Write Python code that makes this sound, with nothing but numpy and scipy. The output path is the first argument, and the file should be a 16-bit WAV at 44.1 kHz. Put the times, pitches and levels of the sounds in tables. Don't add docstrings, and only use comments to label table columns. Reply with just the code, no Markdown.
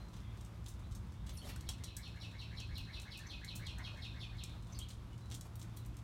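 import sys
import numpy as np
from scipy import signal
from scipy.fft import rfft, irfft, next_fast_len
from scipy.io import wavfile
from scipy.ndimage import map_coordinates

SR = 44100
rng = np.random.default_rng(int(sys.argv[2]) if len(sys.argv) > 2 else 0)


def transcribe(signal):
    frames = np.atleast_2d(signal).T
    limited = np.clip(frames, -1, 1)
    pcm = np.round(limited * 32767).astype(np.int16)
    wavfile.write(sys.argv[1], SR, pcm)


N = 265923

# frequency in Hz, level in dB.
GRIT_COLOUR = [(500, -9), (2200, -11.5), (3500, 1), (4900, -5), (6300, -1.5), (8800, -4.5), (11000, -13),
               (16000, -16.5)]
# frequency in Hz, time to die by 60 dB in seconds.
PORCH_DECAY = [(300, 0.14), (3500, 0.17), (8000, 0.17), (15000, 0.16)]
# frequency in Hz, time to die by 60 dB in seconds.
STREET_DECAY = [(1500, 0.23), (3000, 0.47), (4100, 1), (4700, 0.75), (9000, 0.17)]


def amp(db):
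    return 10 ** (np.asarray(db) / 20)


def unit(x):
    return x / np.sqrt(np.mean(x ** 2) + 1e-20)


def along(points, hz):
    f, v = np.transpose(points)
    return np.interp(np.log(hz + 1), np.log(f + 1), v)


def curves(rows, t):
    s, *cols = np.transpose(rows)
    return [np.interp(t, s, c) for c in cols]


def wobble(rate, size=N):
    knots = rng.standard_normal(int(size * rate / SR) + 4)
    return map_coordinates(knots, [np.arange(size) * rate / SR])


def add(track, s, sound):
    start = max(round(s * SR), 0)
    part = track[start:start + len(sound)]
    part += sound[:len(part)]


def coloured(x, gain_db):
    size = 2 * next_fast_len(len(x))
    gain = amp(gain_db(np.fft.rfftfreq(size, 1 / SR)))
    cepstrum = irfft(np.log(gain + 1e-6))
    cepstrum[1:size // 2] *= 2
    cepstrum[size // 2 + 1:] = 0
    return irfft(rfft(x, size) * np.exp(rfft(cepstrum)))[:len(x)]


def tilted(spectrum, slope_db, pivot_hz):
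    return lambda hz: along(spectrum, hz) + slope_db * np.log2(np.clip(hz, 700, SR) / pivot_hz)


def noise(spectrum):
    return unit(coloured(rng.standard_normal(N), lambda hz: along(spectrum, hz)))


def reverberation(x, decay, size):
    hz, t, z = signal.stft(rng.standard_normal(size), SR, nperseg=256)
    dying = z * amp(-60 * t / along(decay, hz)[:, None])
    tail = signal.istft(dying, SR, nperseg=256)[1]
    return signal.fftconvolve(x, tail / np.linalg.norm(tail))


def whistle(length, start_hz, end_hz, glide_s, attack, fade_db, waver, waver_rate, flutter_db, overtone_db):
    glide_ease = 1.35
    release_s = 0.0017
    t = np.arange(0, length, 1 / SR)
    hz = end_hz + (start_hz - end_hz) * np.exp(-(t / glide_s) ** glide_ease)
    phase = 2 * np.pi * np.cumsum(hz * (1 + waver * wobble(waver_rate, len(t)))) / SR
    envelope = np.minimum(1, np.minimum(t / attack, (length - t) / release_s))
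    envelope *= amp(fade_db * t / length + flutter_db * wobble(386, len(t)))
    overtones = sum((k * hz < SR / 2) * np.sin(k * phase) / k for k in range(2, 4))
    return np.sqrt(2) * envelope * (np.sin(phase) + amp(overtone_db) * overtones)


def background():
    # time in seconds, level in dB before a common trim.
    rumble_level = [(0, -53), (.95, -50), (1.7, -49.5), (2.3, -52.5), (2.8, -49), (3.1, -53.5),
                    (3.6, -50.5), (6.03, -51)]
    # frequency in Hz, level in dB.
    rumble_colour = [(12, -49), (20, -30), (49, 3), (84, 1.5), (109, -4.5), (122, -3), (141, -9),
                     (167, -8.5), (206, -13), (238, -16), (365, -21), (405, -47), (450, -47.5), (580, -47),
                     (990, -120)]
    # time in seconds, level in dB.
    hush_level = [(0, -61.5), (.7, -64), (3.4, -63), (4.7, -63.5), (6, -63.5)]
    # frequency in Hz, level in dB.
    hush_colour = [(180, -16), (300, -1.5), (425, -7.5), (667, -8), (801, -9), (1040, -6.5), (1750, -15),
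                   (4090, -21), (4520, -21.5), (5340, -23.5), (5700, -24), (14700, -34.5), (16000, -38)]
    # time in seconds, pitch in Hz, level in dB before a common trim.
    engine_hum = [(0, 110, -53), (3, 110.9, -54.5), (6, 113.1, -49.5)]
    # pitch in Hz, level in dB midway through.
    machine_tones = [(59, -58.5), (167, -61.5), (206, -63.5)]
    recede_db_per_s = .5
    surge_db, surges_per_s = 1.36, 11
    t = np.arange(N) / SR
    rumble_db, = curves(rumble_level, t)
    hush_db, = curves(hush_level, t)
    hum_hz, hum_db = curves(engine_hum, t)
    hum_phase = 2 * np.pi * np.cumsum(hum_hz) / SR + 0.5 * wobble(13)
    hum = amp(hum_db + 1.9 + 2.74 * wobble(14)) * np.sin(hum_phase)
    drone = np.zeros(N)
    for hz, db in machine_tones:
        level = amp(db - recede_db_per_s * (t - t.mean()) + 2.2 * wobble(3.22))
        drone += level * np.sin(2 * np.pi * hz * t + 1.08 * wobble(6))
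    rumble = amp(rumble_db + 1.0 + surge_db * wobble(surges_per_s)) * noise(rumble_colour)
    hush = amp(hush_db + .9 * wobble(11)) * noise(hush_colour)
    return hum + drone + rumble + hush


def far_birds():
    # time in seconds, level of the twitter in dB.
    twitter_level = [(0, -83), (.3, -73), (.6, -80), (4.5, -70), (6, -79)]
    level_db, = curves(twitter_level, np.arange(N) / SR)
    pitch = 2750 * np.exp(.3 * np.sin(1.5 * wobble(90, N + SR)))
    loudness = 1 + np.tanh(wobble(6.6, N + SR))
    twitter = loudness * np.sin(2 * np.pi * np.cumsum(pitch) / SR)
    echo = reverberation(twitter, STREET_DECAY, size=32768)[SR:SR + N]
    return amp(level_db) * unit(echo)


def paws():
    grains = (rng.random(N) < 22 / SR) * rng.standard_normal(N)
    ticks = coloured(grains, lambda hz: along(GRIT_COLOUR, hz))
    echo = reverberation(ticks, PORCH_DECAY, size=8192)[:N]
    return amp(-78.0) * unit(ticks + 1.4 * echo)


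def farther_bird():
    # start in seconds, length in seconds, pitch in Hz, level in dB.
    pipes = [(0, .115, 4100, -70), (.25, 0.074, 3290, -73), (0.839, 0.055, 3980, -69.5),
             (3.193, 0.051, 1780, -61), (5.123, 0.031, 2940, -65), (5.21, 0.1, 3970, -71),
             (5.771, 0.095, 4010, -72)]
    out = np.zeros(N)
    for s, length, hz, db in pipes:
        note = amp(db) * whistle(length, hz, hz, 1, attack=0.0072, fade_db=-8.5,
                                 waver=0.0087, waver_rate=190, flutter_db=4.0, overtone_db=-31)
        add(out, s, note)
        add(out, s, amp(-12) * reverberation(note, STREET_DECAY, size=32768))
    return out


def drags():
    # start in seconds, level in dB before a common trim, brightness in dB per octave.
    claw_drags = [(0.13, -52, -3), (0.157, -54, -2), (0.657, -45.5, -1), (.68, -45.5, 4.5),
                  (.912, -53, -0.5), (.947, -50, 4), (1.262, -49, 0), (1.288, -44.5, -1),
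                  (1.688, -38.5, -1.5), (3.013, -48.5, 2), (3.183, -48.5, 1), (3.551, -39, 11.5),
                  (4.883, -47, 0.5), (4.9, -45.5, -2), (5.311, -40.5, -2.5), (5.339, -42.5, 2),
                  (5.589, -50, 5), (5.763, -48.5, 10.5)]
    stroke_s, slips_per_s = 0.0059, 2100
    out, t = np.zeros(N), np.arange(SR // 8) / SR
    for s, db, slope_db in claw_drags:
        slips = (rng.random(len(t)) < slips_per_s / SR) * rng.standard_normal(len(t))
        travel = t / stroke_s
        stroke = travel ** 2 * np.exp(-travel ** 1.4)
        scrape = coloured(slips * stroke, tilted(GRIT_COLOUR, slope_db, pivot_hz=7000))
        scrape *= amp(db - 9.0) * np.linalg.norm(stroke / stroke.max()) / np.linalg.norm(scrape)
        add(out, s, scrape)
        add(out, s + 0.0043, amp(-2.0) * reverberation(scrape, PORCH_DECAY, size=8192))
    return out


def taps():
    # start in seconds, level in dB before a common trim, panel ring in dB
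    # before a common trim, brightness in dB per octave, strength of each toe over the last.
    claw_taps = [(.4105, -48.5, -2, 3, 0.69), (.449, -48.5, -10, 2, .8), (0.9502, -46, -11, 1, 0.66),
                 (1.5616, -43, -6, 3, .3), (1.609, -44.5, 0, 6, 0.37), (1.69, -30.5, 3.5, 0, 0.63),
                 (1.838, -38, -5, -5, 0.46), (1.842, -35.5, -4, -0.5, 0.64), (1.967, -33, -11, 6.5, 0.88),
                 (1.9704, -41, -17, 3, .2), (2.601, -38.5, -10, -5, 1), (2.78, -41.5, -10, 12, .8),
                 (2.999, -42.5, -7, -2, 0.63), (3.175, -43.5, -4, 5, .7), (3.447, -40, 0, 4, 0.77),
                 (3.558, -39, -12, -3, 1), (3.6672, -41.5, -1, -3, 0.81), (3.7842, -45, -10, 3, 0.76),
                 (4.4369, -35, -1, 0, .8), (4.7897, -34.5, -12, 3.5, 0.33), (5.302, -47.5, 0, 1, 0.42),
                 (5.347, -39, -3, 2, 0.78), (5.411, -39, -3, 4, 0.48), (5.556, -44, -5, 16, .8),
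                 (5.616, -44, -2, -5, .6), (5.627, -45, -8, 5, .8), (5.7722, -43, -2, 13, 0.81),
                 (5.861, -48, -10, 12, 0.92), (5.969, -47, -10, 1, 0.45)]
    # frequency in Hz, level in dB.
    claw_colour = [(400, -10), (1800, -23), (3500, -5), (6000, 3.5), (8300, 2.5), (10500, -6), (13500, -8),
                   (16000, -19)]
    # mean pitch in Hz, mean level in dB, time to die by 60 dB in seconds.
    panel_modes = [(2860, -27, 0.024), (3324, 10, 0.037), (3922, 12, 0.03), (4400, 10, 0.022),
                   (5700, 5.5, 0.065)]
    out, t = np.zeros(N), np.arange(SR // 8) / SR
    for s, db, ring_db, slope_db, toe_share in claw_taps:
        contact = 0.069 * rng.standard_normal(len(t)) * amp(-60 * t / 0.04)
        contact[0] = 1
        toe_delays = np.cumsum(rng.uniform(0.00091, 0.0022, size=3))
        for toe, delay in enumerate(toe_delays, 1):
            add(contact, delay, np.array([min(toe_share, 1) ** toe * rng.choice([-1, 1])]))
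        crack = coloured(contact, tilted(claw_colour, slope_db, pivot_hz=7000))
        ring = np.zeros(len(t))
        for hz, level, t60 in panel_modes:
            decay = amp(level + rng.normal(0, 1.0) - 60 * t / t60)
            ring += decay * np.sin(2 * np.pi * hz * rng.normal(1, 0.018) * t)
        crack /= np.linalg.norm(crack)
        ring /= np.linalg.norm(ring)
        tap = amp(db + 11.5) * (crack + amp(ring_db - 3.0) * ring)
        add(out, s, tap)
        add(out, s + 0.0037, amp(-5.0) * reverberation(tap, PORCH_DECAY, size=8192))
    return out


def thumps():
    # start in seconds, level in dB.
    thuds = [(.915, -41), (1.35, -43), (1.681, -38), (1.966, -44), (2.725, -38.5), (2.81, -40),
             (4.975, -38)]
    mean_hz, swell_s = 64.6, 0.008
    out, t = np.zeros(N), np.arange(SR // 4) / SR
    swell = t / swell_s * np.exp(1 - t / swell_s)
    for s, db in thuds:
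        add(out, s, amp(db) * swell * np.sin(2 * np.pi * mean_hz * rng.normal(1, 0.082) * t))
    return out


def house_walls():
    # delay in seconds, level in dB before a trim.
    paths = [(0, 4), (.01, 4), (.019, -1.5), (.028, 2), (.04, -2), (.055, -5.5), (.097, -11)]
    # frequency in Hz, time to die by 60 dB in seconds.
    foliage_decay = [(2300, .014), (4500, .11)]
    walls, click = np.zeros(SR // 4), np.ones(1)
    for delay, path_db in paths:
        add(walls, delay, amp(path_db - 7) * click)
        add(walls, delay, amp(path_db - 3) * reverberation(click, foliage_decay, size=2048))
    return walls


def songbird():
    # time in seconds, rising note in dB,
    # falling note in dB, wall paths in dB; all before trims.
    song_level = [(1.3, -57, -60, -8), (1.66, -60, -56, -3), (1.84, -55.5, -53.5, -5),
                  (2.03, -56, -52, 0.5), (3.7, -51.5, -49.5, 1), (4.2, -55.5, -51.5, 2.5),
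                  (4.39, -57.5, -51.5, -1.5)]
    # offset from the beat in seconds, length in seconds,
    # start and end pitch in Hz before the song's sag, level in dB before a trim,
    # mean glide time in seconds, attack in seconds, fade in dB.
    syllable_notes = [(-.066, 0.037, 1453, 2313, -6.5, .016, 0.0061, -2),
                      (-.012, 0.06, 5756, 2484, -2, .0175, 0.011, -5.5)]
    # frequency in Hz, level in dB.
    throat = [(1650, 1), (2200, -0.5), (2700, -3), (4200, 2), (4950, -9), (5500, 2.5), (6200, -0.5),
              (8000, -11.5), (9500, -8), (11200, -0.5), (12500, -10)]
    start_s, syllable_s, syllable_count = 1.3028, .1812, 18
    sag_per_s, middle_s = 0.0174, 3
    glide_scatter = 0.0405
    out, walls = np.zeros(N), house_walls()
    for beat in start_s + syllable_s * np.arange(syllable_count):
        *levels_db, direct_db = curves(song_level, beat)
        pitch = 1 - sag_per_s * (beat - middle_s) + rng.normal(0, 0.0037)
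        for song_db, row in zip(levels_db, syllable_notes):
            offset, length, start_hz, end_hz, db, glide_s, attack, fade_db = row
            glide = glide_s * np.exp(glide_scatter * rng.normal())
            s = beat + offset
            tone = whistle(length, pitch * start_hz, pitch * end_hz, glide, attack, fade_db,
                           waver=0.018, waver_rate=700, flutter_db=2, overtone_db=-11)
            note = coloured(amp(song_db + db - 5.0) * tone, lambda hz: along(throat, hz))
            add(out, s, amp(direct_db) * signal.fftconvolve(note, walls))
            add(out, s + 0.0089, amp(direct_db + 3.5) * reverberation(note, PORCH_DECAY, size=8192))
            add(out, s + .03, amp(0.53) * reverberation(note, STREET_DECAY, size=32768))
    return out


def nasal_whistles():
    # start in seconds, length in seconds, start Hz, end Hz, level in dB before a common trim.
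    whines = [(1.325, 0.049, 11800, 10700, -62), (1.366, 0.022, 9650, 8870, -51),
              (1.372, 0.0074, 5000, 6240, -49), (1.379, .024, 4300, 4460, -57.5),
              (1.416, .022, 3250, 3100, -54), (1.443, 0.0276, 4180, 3400, -61),
              (1.473, .014, 5440, 5540, -56.5), (1.488, .012, 2490, 2250, -53),
              (3.264, 0.0167, 5750, 6200, -54.5), (4.721, 0.019, 6080, 6060, -54.5),
              (4.745, 0.0154, 3800, 5200, -55), (4.758, 0.03, 5100, 4280, -58),
              (4.791, 0.024, 3260, 3270, -51), (4.813, 0.011, 2990, 3340, -49),
              (4.822, 0.018, 3750, 4090, -55), (4.841, 0.016, 3720, 2720, -56)]
    # pitch in Hz, level in dB.
    rushing_air = [(3000, -14), (10000, 12)]
    air_fall_db = 40
    out = np.zeros(N)
    for s, length, start_hz, end_hz, db in whines:
        tone = whistle(length, start_hz, end_hz, length / 2, attack=0.0018, fade_db=-0.5,
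                       waver=0.017, waver_rate=684, flutter_db=3.0, overtone_db=-13)
        centre = (start_hz + end_hz) / 2
        air = unit(coloured(rng.standard_normal(len(tone)),
                            lambda hz: -air_fall_db * abs(np.log2((hz + 1) / centre))))
        air *= np.sqrt(np.hanning(len(tone)))
        airiness = amp(along(rushing_air, centre))
        add(out, s, amp(db - 4.5) * (tone + airiness * air) / np.hypot(1, airiness))
    return out


def snuffs():
    # middle in seconds, width in seconds, level in dB before a common trim, cavity in Hz,
    # wet hiss over the hollow sound in dB.
    muzzle_snuffs = [(1.457, 0.027, -59.5, 590, 1), (1.483, 0.014, -60.5, 1090, 7.5),
                     (1.495, 0.005, -53.5, 2680, 3), (1.508, 0.008, -51.5, 1890, -3),
                     (1.563, 0.0017, -49.5, 1300, -6), (3.8, 0.016, -58.5, 1550, -23),
                     (3.818, 0.025, -58, 910, -21), (3.885, 0.044, -62, 1160, -25),
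                     (3.938, .012, -58.5, 605, -25), (5.462, 0.0084, -58, 770, -3.5),
                     (5.647, 0.0044, -61, 1450, -15), (5.677, .004, -66, 1580, -17)]
    # frequency in Hz, level in dB.
    nostril_hiss = [(400, 1), (2000, -12), (5500, -9), (11500, -10.5), (16000, -20)]
    spits_per_s, spit_db = 800, -3
    out, t = np.zeros(N), np.arange(N) / SR
    for s, width, db, cavity_hz, hiss_db in muzzle_snuffs:
        near = t[abs(t - s) < .15]
        swell = np.exp(-((near - s) / width) ** 2 / 2)
        pops = rng.random(len(near)) < spits_per_s / SR
        spits = unit(pops * rng.uniform(-0.96, 1, len(near)))
        flow = rng.standard_normal((2, len(near))) + amp(spit_db) * spits
        hollow = unit(coloured(flow[0], lambda hz: -12 * abs(np.log2((hz + 1) / cavity_hz)) ** 1.32))
        hiss = unit(coloured(flow[1], lambda hz: along(nostril_hiss, hz)))
        level = amp(db - 3.0 + 1.74 * wobble(169.7, len(near)))
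        add(out, near[0], level * swell * (hollow + amp(hiss_db) * hiss))
    return out


def nose():
    direct = nasal_whistles() + snuffs()
    porch = amp(-3.5) * reverberation(direct, PORCH_DECAY, size=8192)[:N]
    street = amp(-11) * reverberation(direct, STREET_DECAY, size=32768)[:N]
    return direct + porch + street


def scene():
    distance = background() + far_birds() + farther_bird() + songbird()
    close = paws() + drags() + taps() + thumps() + nose()
    return (distance + close)[None]


def record(dry):
    top_hz = 15950
    size = next_fast_len(N + SR // 2)
    kept = np.fft.rfftfreq(size, 1 / SR) < top_hz
    return irfft(rfft(dry, size) * kept, size)[:, :N]


dry = scene()
out = record(dry)
transcribe(out)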